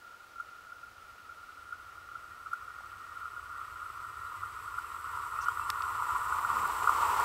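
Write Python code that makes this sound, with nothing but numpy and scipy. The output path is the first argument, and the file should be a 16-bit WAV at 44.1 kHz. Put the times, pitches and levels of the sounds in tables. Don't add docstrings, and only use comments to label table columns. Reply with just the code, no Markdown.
import sys
import numpy as np
from scipy import signal
from scipy.fft import rfft, irfft, next_fast_len
from scipy.io import wavfile
from scipy.ndimage import map_coordinates

SR = 44100
rng = np.random.default_rng(int(sys.argv[2]) if len(sys.argv) > 2 else 0)


def magnitude_from_level(level_db):
    exponent = np.asarray(level_db, float) / 20
    return 10 ** exponent


def unload_wav(signal):
    wavfile.write(
        sys.argv[1],
        SR,
        np.round(np.clip(np.atleast_2d(signal).T, -1, 1) * 32767).astype(np.int16),
    )


N = 319284

# frequency in Hz, level when near in dB,
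# extra loss over the first distance in dB.
SONG = [(490, -27.5, 62), (816, -7, 80), (909.4, 1.5, 37), (1000, 5, 30.5), (1100, 3.5, 23),
        (1200, 3, 10.5), (1301.4, -0.5, 2), (1400, 0.5, -3.5), (1467.7, -1.5, 4.5), (1512, -28.5, 33.5),
        (1808, -26, 4.5), (1990, -19, 10), (2068, -27, 7), (2400, -47.5, 5)]
# level when near in dB, loss over the first distance in dB, share of the swells.
RAIL_SONG, RAIL_HISS = (-38, 18.03, 0.91), (-53, 33.9, 0.15)
GROUND, RIM_RING = (-54.5, 18.7, 0.38), (-57, 23, .3)


def unit(x):
    return x / np.sqrt(np.mean(x ** 2) + 1e-20)


def along(hz, points, db):
    return np.interp(np.log(hz + 1), np.log(points + 1), db)


def wobble(rate_hz):
    knots = rng.standard_normal(int(N * rate_hz / SR) + 4)
    return map_coordinates(knots, [np.arange(N) * rate_hz / SR])


def coloured(points):
    size = next_fast_len(N)
    gain = magnitude_from_level(along(np.fft.rfftfreq(size, 1 / SR), *np.transpose(points)))
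    return irfft(rfft(rng.standard_normal(size)) * gain, size)[:N] * np.sqrt(SR / 2)


def add(track, s, sound):
    part = track[max(round(s * SR), 0):][:len(sound)]
    part += sound[:len(part)]


def causal(gain):
    cepstrum = irfft(np.log(gain + 1e-4))
    half = len(cepstrum) // 2
    cepstrum[1:half] *= 2
    cepstrum[half + 1:] = 0
    return np.exp(rfft(cepstrum))


def far(s):
    arrives_s, run_s = 7.243, 6.5
    return np.clip((arrives_s - s) / run_s, 0, None)


def level(law, s):
    # time in seconds, swell in dB.
    swell = [(0, 0), (.54, 2.5), (.85, -0.5), (1.6, .5), (2.1, .3), (3, 0.8), (3.8, 0.5), (4.3, -.6),
             (5, -1.3), (5.3, 2), (5.7, -0.1), (6.3, 1.9), (6.55, 1.2), (6.81, -3), (7.1, 1.5),
             (7.24, -0.3)]
    near_db, loss_db, share = law
    return near_db - loss_db * far(s) + share * np.interp(s, *np.transpose(swell))


def path(table, hz, s):
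    points, near_db, loss_db = np.transpose(table)
    near = along(hz, points, near_db)[:, None]
    loss = along(hz, points, loss_db)[:, None]
    return magnitude_from_level(near - loss * far(s))


def carried(table, width_hz, x):
    hz, s, z = signal.stft(x, SR, nperseg=2048)
    passed = signal.istft(z * path(table, hz, s), SR, nperseg=2048)[1][:N]
    return passed * np.sqrt(SR / 2 / width_hz)


def rolling(s):
    # frequency in Hz, level when near in dB, extra first-distance loss
    # in dB.
    high_bands = [(6000, -15.5, 16), (6920, -11.5, 23), (7330, -0.5, 14), (8050, 0.5, -3.5), (8220, -2, -8),
                  (8660, -9, 9), (9200, -6.5, 6), (9800, -9.5, 10),
                  (10350, -12, 6), (10650, -8, -7), (11500, -7, -5), (11800, -11, 14), (12100, -13, 16),
           (12700, -10, 16), (13600, -10, 14), (13880, -4, -6), (14300, -3, 5), (14600, -6, 16),
           (15000, -14, 18), (15700, -14, 14)]
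    # frequency in Hz, level when near in dB, extra first-distance loss in dB.
    air_path = [(150, -2.5, 5), (230, -5, 11), (335, 7, 7), (455, 13, 16.5), (574, 6, 35), (740, 14, 39),
                (1530, 10.5, 3), (2180, 6.5, 2), (3000, 4.5, 1.5), (3160, 0.5, 2), (6500, -5.5, 8),
                (16000, -16, 2)]
    lumps = 0.77 * wobble(13) + 0.6 * wobble(37)

    def rough(share, own_db):
        swing_db = share * lumps + own_db * wobble(75)
        return unit(magnitude_from_level(swing_db) * rng.standard_normal(N))

    song = magnitude_from_level(level(RAIL_SONG, s) + 1.5) * carried(SONG, 215, rough(0.84, own_db=1.5))
    crackle = magnitude_from_level(1.17 * wobble(260)) * rough(0.28, own_db=0.8)
    hiss = magnitude_from_level(level(RAIL_HISS, s)) * carried(high_bands, 760, crackle)
    first_db, aside = -66.5, 0.095
    roar_db = first_db - 20 * np.log10(far(s) + aside)
    roar = magnitude_from_level(roar_db - 1.0) * carried(air_path, 4570, rough(0.53, own_db=0.9))
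    return song + hiss + roar


def rim_ring(s):
    # frequency in Hz, level in dB.
    rim = [(1820, -44), (1850, -16), (1862, -11), (1878, -7.5), (1920, -36)]
    # time in seconds, extra level in dB.
    spells = [
        (0, -3),
        (1.5, -4),
        (1.65, 1),
        (3.05, 4),
        (3.35, -5),
        (3.55, 1),
        (4.6, 1.5),
        (5.1, -1),
        (7.24, 0),
    ]
    ring = unit(coloured([(1600, -90)] + rim + [(2200, -90)]))
    extra_db = np.interp(s, *np.transpose(spells)) + 1.5 * wobble(7)
    return magnitude_from_level(level(RIM_RING, s) + extra_db) * ring


def ground_rumble(s):
    # frequency in Hz, level in dB.
    rumble = [(15, -28), (35, -7.5), (55, -1.5), (78, 2), (105, -1.5), (135, -13.5), (170, -33), (300, -46)]
    return magnitude_from_level(level(GROUND, s) + 2.0 + 0.93 * wobble(4.04)) * unit(coloured(rumble))


def still_air():
    # frequency in Hz, level in dB per Hz.
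    air = [(20, -100), (200, -99.5), (400, -96), (1000, -93.5), (2000, -100), (5000, -104), (10000, -112),
           (16000, -113)]
    return coloured(air)


def contacts():
    # time in seconds, peak in dB, strongest frequency in Hz.
    welds = [
        (0.4, -26, 1370),
        (.7213, -35, 1430),
        (1.294, -36, 1400),
        (1.7253, -28.5, 1427),
        (2.5325, -20, 1370),
        (3.614, -25.5, 1350),
        (4.784, -22.5, 1480),
        (5.484, -13, 1427),
    ]
    # time in seconds, peak in dB, strongest frequency in Hz.
    flaws = [(.83, -42, 1360), (1.4302, -38, 1390), (2.154, -29.5, 1440), (2.4688, -28, 1344),
             (3.23, -30, 1330), (3.255, -29.5, 1380), (3.3648, -30.5, 1356), (3.823, -28.5, 1380),
             (4.002, -29, 1280), (4.047, -30, 1430), (4.434, -23.5, 1330), (4.946, -27, 1370),
             (5.058, -30, 1390), (5.389, -23, 1200), (5.572, -23, 1420), (5.595, -23, 1330),
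             (5.695, -21, 1200), (5.806, -20, 1250), (5.837, -20.5, 1440), (6.022, -18.5, 1100),
             (6.16, -18.5, 1180), (6.324, -15.5, 1410), (6.448, -17.5, 1430), (6.501, -14, 1280),
             (6.568, -15.5, 1160), (6.657, -21, 1180), (6.874, -10.5, 1410), (6.893, -8.5, 1210),
             (7.031, -15, 1270), (7.197, -16, 1190)]
    forerun_s, forerun_db = .0163, -11.5
    forerunners = [(t - forerun_s, db - forerun_db * -1, hz) for t, db, hz in welds]
    pits, over_song_db, scatter_db = 85, 13.5, 1.5
    top_hz, range_hz = 1430, 419
    when, size, pitch = rng.random((pits, 3)).T
    s = (np.arange(pits) + when) / pits * N / SR
    pit_db = level(RAIL_SONG, s) + over_song_db + scatter_db * (2 * size - 1)
    pit_hz = top_hz - range_hz * pitch * np.clip(1.15 - far(s), .1, 1)
    return welds + forerunners + flaws + list(zip(s, pit_db, pit_hz))


def blows():
    out, size, lead = np.zeros(N), 8192, 1024
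    hz = np.fft.rfftfreq(size, 1 / SR)
    below = np.clip(1480 - hz, 0, 800) / 400
    hits = contacts()
    for (s, db, top_hz), lags in zip(hits, rng.random((len(hits), 3))):
        delay_s = below ** 1.6 * (.0015 + .006 * far(s))
        spread = np.cumsum(delay_s) * 2 * np.pi * hz[1]
        echoes = 1
        for k, u in enumerate(lags):
            lag_s = .0055 * (k + 1.1 + .4 * u)
            echoes = echoes + magnitude_from_level(-11.0 - 2.9 * k) * np.exp(-2j * np.pi * hz * lag_s)
        width_hz = 300 - 170 * far(s)
        lean = 1 / (1 + ((hz - top_hz) / width_hz) ** 2)
        response = causal(path(SONG, hz, s)[:, 0] * lean)
        ping = irfft(response * echoes * np.exp(-1j * spread))
        ping = np.roll(ping, lead - np.abs(ping).argmax())
        add(out, s + 0.002156 - lead / SR, magnitude_from_level(db - 2.5) * ping / np.abs(ping).max())
    return out


def rattles():
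    # start in seconds, level in dB.
    events = [(.4, -58), (1.726, -64), (2.531, -50), (3.617, -64), (4.435, -66), (4.785, -55), (5.436, -56),
              (5.482, -44.5), (5.535, -57), (6.893, -40), (7.196, -37.5)]
    out, size = np.zeros(N), 360
    band = signal.butter(2, [2600, 13000], "band", fs=SR)
    for s, db in events:
        rattle = signal.lfilter(*band, rng.standard_normal(size))
        add(out, s, magnitude_from_level(db) * rattle * np.hanning(size))
    return out


def shell_ticks():
    # start in seconds, peak in dB, lowest and highest frequency in Hz, t60 in seconds.
    ticks = [
        (2.807, -38.5, 400, 900, .004),
        (3.38, -51, 300, 600, .006),
        (5.7022, -14, 50, 20000, .014),
        (5.795, -43, 2200, 4500, .01),
        (5.822, -29.5, 1700, 6500, .012),
        (5.955, -42, 2000, 3800, .01),
    ]
    # frequency in Hz, level in dB.
    shell = [(60, -14), (600, -14), (1000, -5), (1600, 3), (2300, 1), (3500, 0), (5500, 0), (6300, -6),
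             (7000, -13), (9000, -4), (10500, -11), (13000, -6), (14500, -18), (17000, -18)]
    # lag in seconds, size as a ratio.
    rebounds = [
        (0, 1),
        (.00112, .45),
    ]
    out, size = np.zeros(N), 2048
    t, hz = np.arange(size) / SR, np.fft.rfftfreq(size, 1 / SR)
    shell_gain = magnitude_from_level(along(hz, *np.transpose(shell)))
    for s, db, low_hz, high_hz, t60_s in ticks:
        jolt = .07 * rng.standard_normal(size) * magnitude_from_level(-60 * t / t60_s)
        for lag_s, part in rebounds:
            jolt[round(lag_s * SR)] += part
        band = 1 / (1 + (low_hz / (hz + 1)) ** 4) / (1 + (hz / high_hz) ** 4)
        tick = irfft(rfft(jolt) * causal(shell_gain * band))
        add(out, s, magnitude_from_level(db) * tick / np.abs(tick).max())
    return out


def bird():
    # start in seconds, length in seconds, first and last frequency in Hz, peak in dB.
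    whistles = [
        (4.25, .04, 4050, 3950, -68),
        (4.36, .06, 2040, 1940, -59),
        (4.84, .055, 2830, 2500, -61),
        (5.35, .105, 2430, 2800, -57),
        (5.455, .055, 2800, 3280, -56),
        (5.59, .06, 2640, 2690, -58),
    ]
    out, quiver_hz = np.zeros(N), 22 * wobble(90)
    for s, length_s, first_hz, last_hz, db in whistles:
        u = np.linspace(0, 1, round(length_s * SR))
        hz = first_hz + (last_hz - first_hz) * u + quiver_hz[round(s * SR):][:len(u)]
        tone = np.sin(2 * np.pi * np.cumsum(hz) / SR)
        add(out, s, magnitude_from_level(db) * np.sin(np.pi * u) ** .5 * tone)
    return out * magnitude_from_level(1.8 * wobble(70))


def brush(stroke, hz, sharp):
    s, attack_s, hold_s, release_s, db = stroke
    noise = unit(signal.lfilter(*signal.iirpeak(hz, sharp, SR), rng.standard_normal(N)))
    corners_s = np.cumsum([s, attack_s, hold_s, release_s])
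    return magnitude_from_level(db) * np.interp(np.arange(N) / SR, corners_s, [0, 1, 1, 0]) * noise


def finger_slip():
    # start, attack, hold and release in seconds, level in dB.
    rub = (5.405, .008, .033, .006, -54.5)
    return brush(rub, 5800, 7)


def air_puff():
    # start, attack, hold and release in seconds, level in dB.
    puff = (6.46, .1, .07, .09, -56)
    return brush(puff, 157, 1.1)


def scene():
    s = np.arange(N) / SR
    train = rolling(s) + rim_ring(s) + ground_rumble(s) + blows() + rattles()
    camera = shell_ticks() + finger_slip() + air_puff()
    return (train + still_air() + camera + bird())[None]


def roll_off(x):
    return signal.sosfilt(signal.butter(12, 16500, fs=SR, output="sos"), x)


def record(dry):
    top_hz = 15740
    kept = irfft(rfft(dry) * (np.fft.rfftfreq(N, 1 / SR) < top_hz), N)
    return roll_off(kept)


dry = scene()
out = record(dry)
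unload_wav(out)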